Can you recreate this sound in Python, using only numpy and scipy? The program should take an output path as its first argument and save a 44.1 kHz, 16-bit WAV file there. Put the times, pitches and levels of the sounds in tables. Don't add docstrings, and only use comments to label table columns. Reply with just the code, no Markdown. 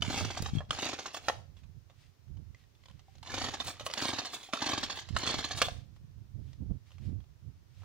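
import sys
import numpy as np
from scipy import signal
from scipy.fft import rfft, irfft
from scipy.io import wavfile

SR = 44100
rng = np.random.default_rng(int(sys.argv[2]) if len(sys.argv) > 2 else 0)


def master_out(mix):
    frames = np.transpose(np.atleast_2d(mix))
    ceiling = np.clip(frames, -1, 1)
    pcm = np.round(ceiling * 32767).astype(np.int16)
    wavfile.write(sys.argv[1], SR, pcm)


N = 345744

# cord taut t/s, first chuff t/s, crank speed then [turns/s], haul [s], top speed [turns/s],
# let-go [s], coasting speed [turns/s], friction [turns/s per s]
PULLS = [(.022, .047, 15.33, .144, 32.97, .075, 17.57, 40.8),
         (.707, .729, 13.22, .143, 33.86, .0736, 17.74, 40.2),
         (3.26, 3.289, 17.43, .157, 32.66, .055, 18.54, 39.9),
         (3.9, 3.974, 13.88, .0655, 33.08, .097, 19.61, 49.3),
         (4.54, 4.619, 18.55, .075, 31.86, .078, 19.81, 50.3),
         (5.165, 5.232, 21.21, .068, 32.6, .0565, 21.36, 52.7)]
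# puffs/dB, muffler bark/dB, air thump/dB, first chuff over the others/dB, reel whirr/dB, cord/dB
PULL_LEVELS = [(-27.5, -34, -35, -3.5, -38, -49), (-27.5, -34.5, -37.5, -3.5, -39.5, -61),
               (-26, -33, -37, -26, -39.5, -54.5), (-24.5, -35, -33.5, 4.5, -36.5, -47.5),
               (-22.5, -34.5, -32.5, 2.5, -37, -54.5), (-22.5, -34.5, -33, 0, -36.5, -54)]
# t/s, level/dB, hollow body rel. level/dB, snap decay/s,
CLACKS = [(0.425, -33.5, -17, 0.00091, 470, 2), (0.583, -39, -14, 0.0092, 3280, -1),
          (0.605, -45, 1, 0.0064, 596, 8.5), (1.2836, -16, -13, 0.0064, 790, -3),
          (1.2977, -29, -3, 0.0022, 700, 3), (3.297, -46, -9, 0.012, 1710, 9),
          (3.601, -39, -19, 0.0074, 3600, 13), (3.796, -33.5, -18, 0.02, 1275, -11),
          (3.808, -43, -16, 0.0046, 590, 10.5), (3.864, -26.5, -12.5, 0.0069, 1125, -5),
          (3.899, -33.5, -14.5, 0.0047, 724, -14), (4.43, -33.5, -32, 0.0051, 2350, -21),
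          (4.489, -50.5, -16, 0.0076, 766, 11.5), (4.527, -35, -20, 0.0079, 2410, -10),
          (5.087, -36.5, -21, 0.0093, 2140, -18), (5.6166, -7.5, -21.5, 0.004, 1200, -7.5),
          (5.6208, -12, -24, 0.0059, 535, -11.5), (5.684, -31.5, -12, 0.0038, 707, 4.5)]
# t/s, level/dB, chatter decay/s, brightness [dB per octave],
# ring f/Hz, ring rel. level/dB
CATCHES = [(0.021, -17.5, 0.0054, 1.2, 3030, -5), (0.707, -16, 0.0035, 2, 1406, -19),
           (3.228, -36.5, 0.0073, 3, 880, -6), (3.937, -18.5, 0.0019, 5, 900, -18),
           (4.534, -15, 0.0054, 0, 672, -11), (5.164, -13, 0.0046, -1.5, 1300, -6)]
# f/Hz, rel. level/dB
SNAP = [(200, -31.5), (900, -16.5), (1500, -5.5), (2200, -3.5), (3100, 3), (4100, -1.5), (5000, -5.5),
        (6300, -5.5), (8300, -17.5), (13000, -29.5), (16000, -30.5)]
MID_TURNS_PER_S = 20
SAG_DB_PER_OCTAVE_SQUARED = 4
GULP_LEAD_S = .005


def amp(db):
    return 10 ** (np.asarray(db) / 20)


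def unit(x):
    return x / np.sqrt(np.mean(x ** 2) + 1e-20)


def read(points, hz):
    f, value = np.transpose(points)
    return np.interp(np.log(hz + 1), np.log(f), value)


def add(track, s, sound):
    part = track[max(round(s * SR), 0):][:len(sound)]
    part += sound[:len(part)]


def colour(x, spectrum, modes=()):
    hz = np.fft.rfftfreq(8192, 1 / SR)
    lifts = sum(lift / (1 + (2 * (hz - f) / width) ** 2) for f, width, lift in modes)
    db = read(spectrum, hz) + lifts
    log_gain = np.log(amp(np.r_[db, db[-2:0:-1]]))
    ring = np.fft.ifft(np.exp(np.conj(signal.hilbert(log_gain)))).real[:len(hz)]
    return signal.oaconvolve(x, ring / np.linalg.norm(ring))[:N]


def wander(rate_hz):
    hz = np.fft.rfftfreq(N, 1 / SR)
    spectrum = rfft(rng.standard_normal(N)) * np.exp(-(hz / rate_hz) ** 2)
    return unit(irfft(spectrum, N))


def grit(rate_hz, spread_db):
    return unit(rng.standard_normal(N) * amp(spread_db * wander(rate_hz)))


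def burst(rise, decay):
    t = np.arange(SR // 10) / SR
    shape = (1 - np.exp(-(t / rise) ** 2)) * np.exp(-t / decay)
    return shape / shape.max() * rng.choice([-1., 1.], len(t))


def swells(rows):
    t = np.arange(N) / SR
    return sum(amp(db) / np.cosh(np.minimum(abs(t - s) / half, 20)) for s, half, db in rows)


def share_db(lean_db, side):
    return -10 * np.log10(1 + amp(-side * lean_db) ** 2)


def fuzzy_tone(hz, width_hz):
    r = np.exp(-np.pi * width_hz / SR)
    noise = rng.standard_normal(len(hz)) + 1j * rng.standard_normal(len(hz))
    drift = signal.lfilter([np.sqrt(1 - r * r)], [1, -r], noise)
    return (drift * np.exp(2j * np.pi * np.cumsum(hz) / SR)).real


def rattle(per_s, low_hz, high_hz, cycles, spread_db, count=20):
    t = np.arange(1024) / SR
    out = np.zeros(N)
    for hz in np.geomspace(low_hz, high_hz, count):
        at, size, sign = rng.random((3, int(np.clip(per_s, 1, 5000) * N / SR / count)))
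        contacts = np.zeros(N)
        strength = amp(-spread_db * np.log(np.maximum(size, .02)))
        contacts[(at * N).astype(int)] = strength * np.sign(sign - .5)
        ring = np.sin(2 * np.pi * hz * t) * np.exp(-hz * t / cycles) * np.sqrt(hz)
        out += signal.oaconvolve(contacts, ring)[:N]
    return unit(out)


def surroundings(air_db=-72, rustle_db=-1.5, crackle_db=-5):
    # f/Hz, rel. level/dB
    air_colour = [(120, -29), (200, -5), (249, -5), (387, -6), (529, -11), (950, -13), (2170, -17),
                  (6050, -18.5), (7970, -27), (13300, -30.5), (14900, -21.5), (16000, -34.5)]
    # f/Hz, rel. level/dB
    cloth_colour = [(200, -17.5), (900, -8.5), (3500, -2.5), (6000, -7), (8500, -14), (14000, -23)]
    # t/s, half-length/s, level/dB
    rustles = [(1.59, 0.018, -71), (2.03, 0.035, -67.5), (2.6, 0.032, -72.5), (2.88, 0.084, -74.5),
               (3.15, 0.056, -73), (5.78, 0.027, -66.5), (5.965, 0.0077, -70.5), (6.5, 0.045, -72),
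               (6.88, 0.015, -70), (6.935, 0.022, -73), (7.06, 0.035, -66.5), (7.8, 0.045, -69)]
    air = np.array([colour(rng.standard_normal(N), air_colour) for _ in range(2)])
    cloth = np.array([colour(grit(rate_hz=70, spread_db=1.5), cloth_colour) for _ in range(2)])
    grass = rattle(per_s=1400, low_hz=1900, high_hz=5000, cycles=2, spread_db=2.5, count=8)
    brushing = amp(rustle_db) * cloth + amp(crackle_db) * grass
    return amp(air_db) * air + swells(rustles) * brushing


def wind(rumble_db=3.0, buffet_db=-7.5, strong_db=-40, growth=1.49, lumpy_db=2.5, flutter_db=2.5):
    # t/s, level/dB
    breeze_levels = [(0, -43.5), (.3, -42), (1.15, -66), (1.501, -50.5), (2.1, -65.5), (3.2, -59.5),
                     (3.8, -52.5), (4.5, -68), (5.3, -51), (5.9, -53), (6.7, -50.5), (6.88, -58),
                     (7.3, -55), (7.84, -55.5)]
    # t/s, half-length/s, level/dB, left minus right/dB
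    gust_rows = [(0.106, 0.036, -40, -17), (0.225, 0.01, -38.5, -22), (0.446, 0.045, -41.5, -4),
                 (0.572, 0.024, -37, 30.5), (0.702, 0.017, -44.5, 20), (1.303, 0.014, -53.5, 0),
                 (1.41, 0.049, -51.5, -32), (1.77, 0.021, -49, -37), (2.313, 0.023, -47.5, -21),
                 (2.39, 0.026, -41, -39), (2.505, 0.022, -52, -16), (2.938, 0.028, -49.5, -32),
                 (3.185, 0.028, -50.5, -38), (3.383, 0.044, -46, 9), (4.055, 0.033, -54, 18),
                 (4.845, 0.069, -53.5, -4.5), (5.14, 0.033, -38.5, -34), (5.374, 0.024, -44.5, -3),
                 (5.672, 0.086, -43.5, -34), (5.975, 0.011, -58, -9), (6.221, 0.074, -48.5, -18),
                 (6.434, 0.041, -42, -23), (6.617, 0.013, -34.5, -9), (6.719, 0.032, -38, -40),
                 (7.055, 0.045, -43, -17), (7.141, 0.041, -40.5, -21), (7.472, 0.019, -43, -33.5)]
    # f/Hz, rel. level/dB
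    rumble_colour = [(15, -25.5), (35, -14.5), (60, -5.5), (90, 0.5), (135, -7), (200, -25), (320, -35),
                     (800, -66.5), (3000, -95.5)]
    # f/Hz, rel. level/dB
    buffet_colour = [(40, -16.5), (150, 2.5), (250, -9.5), (400, -21), (800, -37.5), (3000, -72)]
    breeze_lean_db = -17.5
    t = np.arange(N) / SR
    ports = []
    for side in 1, -1:
        breeze_db = np.interp(t, *np.transpose(breeze_levels)) + share_db(breeze_lean_db, side)
        breeze = amp(breeze_db + lumpy_db * wander(rate_hz=5.6))
        gusts = swells([(s, half, db + share_db(lean, side)) for s, half, db, lean in gust_rows])
        force = np.hypot(breeze, gusts) * amp(flutter_db * wander(rate_hz=33))
        rumble = colour(rng.standard_normal(N), rumble_colour) * force
        buffet_force = amp(strong_db) * (force / amp(strong_db)) ** growth
        buffet = colour(rng.standard_normal(N), buffet_colour) * buffet_force
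        ports.append(amp(rumble_db) * (rumble + amp(buffet_db) * buffet))
    return np.array(ports)


def thumps(thump_db=-3, hz=135, width=0.0033):
    # t/s, level/dB, left minus right/dB
    eddies = [(0.08, -21.5, -25), (0.402, -25.5, -25), (0.422, -26.5, 18), (0.533, -20, 26),
              (0.551, -21.5, 23), (0.569, -22.5, 16), (5.106, -28, -32.5), (6.602, -36, -19),
              (6.696, -31, -34), (7.127, -32, -21)]
    out = np.zeros((2, N))
    t = np.arange(SR // 20) / SR
    for s, db, lean in eddies:
        pitch_hz = hz * (1 + 0.14 * rng.standard_normal())
        envelope = (t / width) ** 2 * np.exp(1 - (t / width) ** 2)
        swing = np.sin(2 * np.pi * pitch_hz * t) * envelope
        for track, side in zip(out, (1, -1)):
            add(track, s, amp(db + thump_db) * swing * 2 / (1 + amp(-side * lean)))
    return out


def yard(x):
    # f/Hz, time to fall 60 dB/s
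    decay_times = [(200, 0.58), (1000, 0.29), (4000, 0.38), (12000, 0.28)]
    f, when, z = signal.stft(rng.standard_normal((2, SR // 2)), SR, nperseg=256)
    fade = amp(-60 * when / read(decay_times, f)[:, None]) * (1 - np.exp(-when / .012))
    tail = signal.istft(z * fade, SR, nperseg=256)[1]
    return signal.oaconvolve(x[None], tail / np.linalg.norm(tail[0]), axes=1)[:, :N]


def paths(lag=.000048, size=1024):
    # f/Hz, left minus right/dB
    port_lean = [(100, 3), (220, 8), (400, 1), (700, 0), (1300, -5), (2400, -4), (4400, -4), (8000, 1.5),
                 (15000, -1)]
    # f/Hz, level/dB
    scatter_levels = [(200, -10.5), (800, -13), (2000, -1.5), (4000, -1), (8000, 2)]
    t, hz = np.arange(size) / SR, np.fft.rfftfreq(size, 1 / SR)
    near = rng.standard_normal((2, size)) * amp(-60 * t / .014) * (t > .001)
    near = rfft(near / np.linalg.norm(near, axis=1, keepdims=True)) * amp(read(scatter_levels, hz))
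    direct = np.exp(-2j * np.pi * hz * (10 / SR + np.array([[lag], [0]])))
    balance = amp(np.array([[.5], [-.5]]) * read(port_lean, hz))
    return irfft((direct + near) * balance, size)[:, :size // 2]


def outdoors(x, saw_db=-1.0, yard_db=-15, size=8192):
    out = np.zeros((2, N + size))
    padded, window = np.pad(x, (size // 2, size)), signal.get_window("hann", size)
    for start in range(0, N + size // 2, size // 2):
        piece = padded[start:start + size] * window
        heard = signal.fftconvolve(piece[None], paths(), axes=1)
        for track, sound in zip(out, heard):
            add(track, start / SR, sound)
    near_sound = out[:, size // 2:][:, :N]
    return amp(saw_db) * near_sound + amp(yard_db) * yard(x)


def clacks(snap_db=-10, body_db=2, strike_db=25, crack_db=5, ring_db=-3, rise=0.00006, body_length=1.7,
           ring_s=0.018, ring_length=4.2):
    # t/s, level/dB, hollow body rel. 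level/dB,
    # snap decay/s, ring f/Hz, ring rel. level/dB
    knocks = [(0.797, -28, -36, .002, 2930, 0), (0.837, -31, -32, 0.0025, 3030, 1.5),
              (1.058, -34.5, -14, .002, 1400, -3.5), (1.145, -30, -14, 0.0046, 1150, -3),
              (4.022, -21, -31.5, .0012, 3200, -8), (4.054, -24, -13, 0.0011, 735, -8),
              (4.185, -33, -32, .008, 4400, 5), (4.249, -29.5, -16, 0.0033, 710, -14),
              (4.558, -38, -7, 0.0018, 1100, -10), (4.574, -41, -10, .002, 1330, 11),
              (4.625, -25, -26, .002, 1020, 0), (4.661, -23, -24, 0.0018, 5900, -9),
              (4.666, -27, -28, 0.0018, 4230, 1), (4.718, -25.5, -15, 0.0035, 3870, -3),
              (4.78, -27, -34, 0.0016, 4390, -1), (4.83, -29.5, -20, .002, 3900, -1),
              (4.84, -25.5, -25, 0.0022, 4270, -4), (5.274, -25, -26, 0.0021, 3380, 1),
              (5.392, -32, -36, 0.0018, 3600, -5), (5.442, -33, -21, 0.0018, 4050, 8)]
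    # t/s, level/dB, hollow body rel. level/dB,
    # snap decay/s, ring f/Hz, ring rel. level/dB
    taps = [(1.567, -56, -19, 0.0091, 3370, -3), (1.635, -54, -18, 0.0074, 2490, -8),
            (1.898, -53.5, -13, 0.012, 1160, -6), (2.28, -65, -17.5, 0.0067, 3020, -17),
            (2.37, -56, -14, 0.0053, 3040, -13), (2.547, -47.5, -25, 0.002, 2045, 2),
            (2.638, -57.5, -23, .004, 1860, -4), (2.751, -57, -23, .004, 3500, -7),
            (2.837, -54.5, -19, .003, 2060, -0.5), (2.857, -44, -20, 0.004, 3440, -9),
            (2.884, -48.5, -18, 0.0039, 3600, -5), (2.898, -51, -15, 0.0044, 1040, -5),
            (2.911, -47, -23, 0.0022, 3500, -10), (2.993, -51, -20, 0.0086, 760, -9),
            (3.083, -68.5, -15, 0.012, 780, 18.5), (3.153, -49.5, -22, 0.0048, 755, -7),
            (3.182, -52.5, -26, 0.0048, 754, -8), (5.963, -63.5, -7.5, 0.0058, 3000, -8),
            (6.531, -48.5, -25, 0.0046, 3734, -11), (6.906, -56, -15, .004, 1200, -6),
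            (6.917, -50, -21, .005, 2790, -7), (6.982, -53.5, -14, .005, 2350, -12),
            (7.203, -59, -15.5, 0.0038, 3260, -2), (7.24, -60.5, -17, 0.0035, 3200, -5.5),
            (7.819, -54, -16, 0.0066, 730, -5), (7.833, -56, -5.5, .006, 900, 0)]
    # f/Hz, rel. level/dB
    hollow = [(80, -21.5), (300, -17.5), (480, -2.5), (750, 3), (1250, -2.5), (1900, -2.5), (3500, -30),
              (12000, -52.5)]
    # f/Hz, width/Hz, lift/dB
    cover = [(535, 75, 9.5), (690, 200, 4.5), (1100, 220, 9), (1330, 190, 3.5)]
    snap, body, ring = np.zeros((3, N))
    t = np.arange(SR // 16) / SR
    for s, db, body_rel, decay, hz, ring_rel in CLACKS + knocks + taps:
        add(snap, s + .0005, [amp(db + crack_db)])
        add(body, s + 0.00061, [amp(db + body_rel + strike_db)])
        add(snap, s, amp(db + snap_db) * burst(rise, decay))
        add(body, s, amp(db + body_rel + body_db) * burst(rise, decay * body_length))
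        ring_fade = amp(-60 * t / (ring_s + ring_length * decay))
        add(ring, s, amp(db + ring_rel + ring_db) * ring_fade * np.sin(2 * np.pi * hz * t))
    return colour(snap, SNAP) + colour(body, hollow, cover) + ring


def spring(hz=3420, width_hz=260):
    # t/s, half-length/s, level/dB
    windings = [(4.315, 0.011, -53), (4.803, 0.0063, -48), (4.98, 0.015, -47.5), (5.655, 0.01, -41)]
    return swells(windings) * fuzzy_tone(np.full(N, hz), width_hz)


def catches(push_db=3, chatter_db=-9, rise=0.00026, ring_t60=.04, ring_rise_s=0.00087):
    # f/Hz, rel. level/dB
    pawl = [(120, -13), (270, 2.5), (410, -12.5), (550, -2), (930, -7), (1400, -2), (2200, -5.5),
            (3500, -4), (6300, -12.5), (8300, -21), (13000, -39.5), (16000, -40)]
    # f/Hz, width/Hz, lift/dB
    pawl_modes = [(715, 110, 10), (1127, 200, 6.7), (1350, 400, 5.7), (3020, 350, 4.5)]
    out = np.zeros(N)
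    t = np.arange(SR // 16) / SR
    for s, db, decay, tilt, ring_hz, ring_rel in CATCHES:
        blow = np.zeros(SR // 4)
        add(blow, 0, amp(chatter_db) * burst(rise, decay))
        add(blow, .001, [amp(push_db)])
        spectrum = [(hz, level + tilt * np.log2(hz)) for hz, level in pawl]
        add(out, s, amp(db) * colour(blow, spectrum, pawl_modes))
        ring_fade = amp(db + ring_rel - 60 * t / ring_t60) * (1 - np.exp(-t / ring_rise_s))
        add(out, s, ring_fade * np.sin(2 * np.pi * ring_hz * t))
    return out


def crank(pull):
    taut, first, start, haul, top, let_go, coast, friction = pull
    free = first + haul + let_go
    times = [taut, first, first + haul, free, free + coast / friction]
    return np.interp(np.arange(N) / SR, times, [start, start, top, coast, 0], 0, 0)


def chuffs(pull, stall_turns_per_s=8):
    speed, first = crank(pull), round(pull[1] * SR)
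    turns = np.cumsum(speed[first:]) / SR
    at = first + np.searchsorted(turns, np.arange(int(turns[-1]) + 1))
    return [(i / SR, speed[i]) for i in at if speed[i] > stall_turns_per_s]


def jerks(click_db=-1, within_s=.014, uneven_db=2, count=3):
    out = np.zeros(N)
    for pull, (puff, *_) in zip(PULLS, PULL_LEVELS):
        for s, speed in chuffs(pull)[1:]:
            sag = SAG_DB_PER_OCTAVE_SQUARED * np.log2(speed / MID_TURNS_PER_S) ** 2
            for when, size in zip(rng.random(count), rng.standard_normal(count)):
                click = np.sign(size) * amp(puff + click_db - sag + uneven_db * abs(size))
                add(out, s + within_s * when ** 2, [click])
    return colour(out, SNAP)


def housed(x, spectrum, shift=0.045):
    # f/Hz, width/Hz, lift/dB
    housing_end = [(780, 150, 7.5), (1260, 300, 3.5), (1750, 200, 2), (3000, 250, 1)]
    # f/Hz, width/Hz, lift/dB
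    housing_side = [(763, 99, 7), (1150, 200, 10), (1673, 80, 11), (3600, 600, 5.4), (4370, 350, 6.5)]
    # start t/s, end t/s
    swing_round = [2.95, 4.1]
    turn = np.pi / 4 * (1 + np.tanh(wander(rate_hz=7)))
    views = []
    for modes in housing_end, housing_side:
        low, high = (colour(x, spectrum, [(hz * k, width, lift) for hz, width, lift in modes])
                     for k in (1 - shift / 2, 1 + shift / 2))
        views.append(np.cos(turn) ** 2 * low + np.sin(turn) ** 2 * high)
    side_on = np.interp(np.arange(N) / SR, swing_round, [0, 1])
    return (1 - side_on) * views[0] + side_on * views[1]


def reel(shake_whirr_db=-33, shake_cord_db=-40, settle_s=0.041, slack_db=-52, slack_lead_s=0.0089,
         slack_s=0.0029):
    # t/s, half-length/s, whirr level/dB, hiss level/dB
    rewinds = [(0.423, 0.00037, -52, -30.5), (0.448, 0.03, -50, -56), (0.555, 0.011, -52.5, -62),
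               (1.147, 0.0052, -45.5, -47), (1.171, 0.0057, -40.5, -48), (1.268, 0.025, -51, -60),
               (3.681, 0.018, -41.5, -42.5), (3.865, 0.0069, -47, -43), (4.344, 0.011, -44.5, -45.5),
               (4.428, 0.047, -55, -58.5), (4.968, 0.014, -45.5, -52.5), (5.144, 0.051, -59.5, -76),
               (5.582, 0.012, -41.5, -47.5)]
    full_turns_per_s, whirr_db_per_octave, cord_db_per_octave = 32, 10, 15
    whirr = swells([(s, half, db) for s, half, db, _ in rewinds])
    cord = swells([(s, half, db) for s, half, _, db in rewinds])
    whirr = whirr + swells([(taut - slack_lead_s, slack_s, slack_db) for taut, *_ in PULLS])
    for pull, (*_, whirr_db, cord_db) in zip(PULLS, PULL_LEVELS):
        octaves = np.log2(crank(pull) / full_turns_per_s + 1e-9)
        whirr = np.hypot(whirr, amp(whirr_db + whirr_db_per_octave * octaves))
        cord = np.hypot(cord, amp(cord_db + cord_db_per_octave * octaves))
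    shake = np.zeros(N)
    for s, db, *_ in CATCHES + CLACKS:
        add(shake, s, amp(db) * np.exp(-np.arange(SR // 3) / SR / settle_s))
    return np.hypot(whirr, amp(shake_whirr_db) * shake), np.hypot(cord, amp(shake_cord_db) * shake)


def starter(whirr_db=-1, rattle_db=-4.0, judder_db=2, cord_db=-3):
    # f/Hz, rel. level/dB
    whirr_colour = [(100, -21), (290, 3), (470, -2), (750, -4.5), (1300, -10.5), (2200, -3.5), (3600, -1.5),
                    (5000, -6), (6800, -7.5), (8300, -25.5), (11000, -34.5), (16000, -48.5)]
    # f/Hz, rel. level/dB
    cord_colour = [(1000, -25), (4000, -0.5), (7000, 4.5), (9500, 2.5), (12000, -7), (14000, -14),
                   (15200, -1), (16200, -13.5)]
    whirr, cord = reel()
    ticks = rattle(per_s=600, low_hz=700, high_hz=6800, cycles=2.4, spread_db=3)
    whirring = housed(grit(rate_hz=1400, spread_db=3.0), whirr_colour)
    parts = amp(whirr_db) * whirring + amp(rattle_db) * ticks
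    sliding = grit(rate_hz=200, spread_db=2.5)
    judder = unit(amp(judder_db * wander(rate_hz=110)))
    return parts * whirr * judder + amp(cord_db) * colour(sliding * cord, cord_colour)


def port_whistle(turn, low_hz=4200, high_hz=6700, width_hz=450, length_share=0.34):
    u = np.linspace(0, 1, int(np.clip(length_share * turn, .004, .04) * SR))
    arch = np.sin(np.pi * u ** 1.4)
    pitch_hz = (low_hz + (high_hz - low_hz) * arch) * (1 + .07 * rng.standard_normal())
    return np.sin(np.pi * u) * fuzzy_tone(pitch_hz, width_hz)


def muffler_ring(low_hz=650, high_hz=1400, t60=.03, rise_s=0.0032):
    t = np.arange(SR // 20) / SR
    hz = low_hz * (high_hz / low_hz) ** rng.random()
    return np.sin(2 * np.pi * hz * t) * amp(-60 * t / t60) * (1 - np.exp(-t / rise_s))


def gulp(swell_s=0.00053, release_s=.00018, rebound_s=.0034, rebound_db=-7, scatter=.1):
    # f/Hz, rel. level/dB
    gulp_colour = [(40, -19.5), (110, 1.5), (180, -5), (280, -2.5), (480, -5), (750, 2), (1150, 1),
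                   (1600, -6), (4000, -12.5), (12000, -28.5)]
    # f/Hz, width/Hz, lift/dB
    cavities = [(285, 130, 6), (1090, 110, 5)]
    t = np.arange(SR // 25) / SR - GULP_LEAD_S
    a, b = np.exp(scatter * rng.standard_normal(2))
    suck = np.zeros(len(t))
    for at, gain in (0, 1), (rebound_s * b, amp(rebound_db)):
        suck += gain * np.exp(np.minimum((t - at) / (swell_s * a), (at - t) / release_s))
    sound = colour(suck, gulp_colour, cavities)[:SR // 12]
    return -sound / abs(sound).max()


def piston(hiss_db=-13, bark_db=-1.5, thump_db=9, whistle_db=-23, ring_db=-3, second_db=-7.0, uneven_db=1.0,
           lag_per_s=3.3, puff_share=0.1, bark_share=0.043, rise=0.0061, lead=.003, slowest=.09, port_share=.135):
    # f/Hz, rel. level/dB
    puff_colour = [(200, -20), (900, -18.5), (1800, -0.5), (3500, 3), (5000, 2.5), (6800, -1), (8500, -19),
                   (13000, -39.5), (16000, -34.5)]
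    # f/Hz, rel. level/dB
    bark_colour = [(100, -15.5), (300, -7), (480, -4.5), (700, -1), (1200, -5), (1800, -6.5), (3000, -26.5),
                   (12000, -56)]
    puff_db_per_octave, bark_db_per_octave = 1, 1
    thump_knee_turns_per_s = 17.6
    hiss, bark, tones = np.zeros((3, N))
    for pull, (puff, muffler, air, first_db, _, _) in zip(PULLS, PULL_LEVELS):
        for k, (s, speed) in enumerate(chuffs(pull)):
            turn, octaves = min(1 / speed, slowest), np.log2(speed / MID_TURNS_PER_S)
            chance = rng.standard_normal(2)
            sag = SAG_DB_PER_OCTAVE_SQUARED * octaves ** 2
            db = (first_db if k == 0 else 0) + uneven_db * chance[0] - sag
            puff_gain = amp(db + puff + hiss_db + puff_db_per_octave * octaves)
            bark_gain = amp(db + muffler + bark_db + bark_db_per_octave * octaves)
            second_gain = amp(second_db + uneven_db * chance[1])
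            for delay, gain in (0, 1), (lag_per_s * turn ** 2, second_gain):
                add(hiss, s + delay - lead, gain * puff_gain * burst(rise, puff_share * turn))
                add(bark, s + delay - lead, gain * bark_gain * burst(rise, bark_share * turn))
            add(tones, s - lead, amp(db + puff + whistle_db) * port_whistle(turn))
            add(tones, s, amp(db + muffler + ring_db) * muffler_ring())
            opens = s - lead + port_share * turn
            leak = 1 + (thump_knee_turns_per_s / speed) ** 8
            add(tones, opens - GULP_LEAD_S, amp(db + air + thump_db) * gulp() / leak)
    return housed(hiss, puff_colour) + housed(bark, bark_colour) + tones


def scene():
    saw = piston() + jerks() + starter() + spring() + catches() + clacks()
    return outdoors(saw) + wind() + thumps() + surroundings()


def record(dry, edge_hz=15900):
    low_pass = signal.firwin(401, edge_hz, window=("kaiser", 8), fs=SR)
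    return signal.oaconvolve(dry, low_pass[None], "same")


dry = scene()
out = record(dry)
master_out(out)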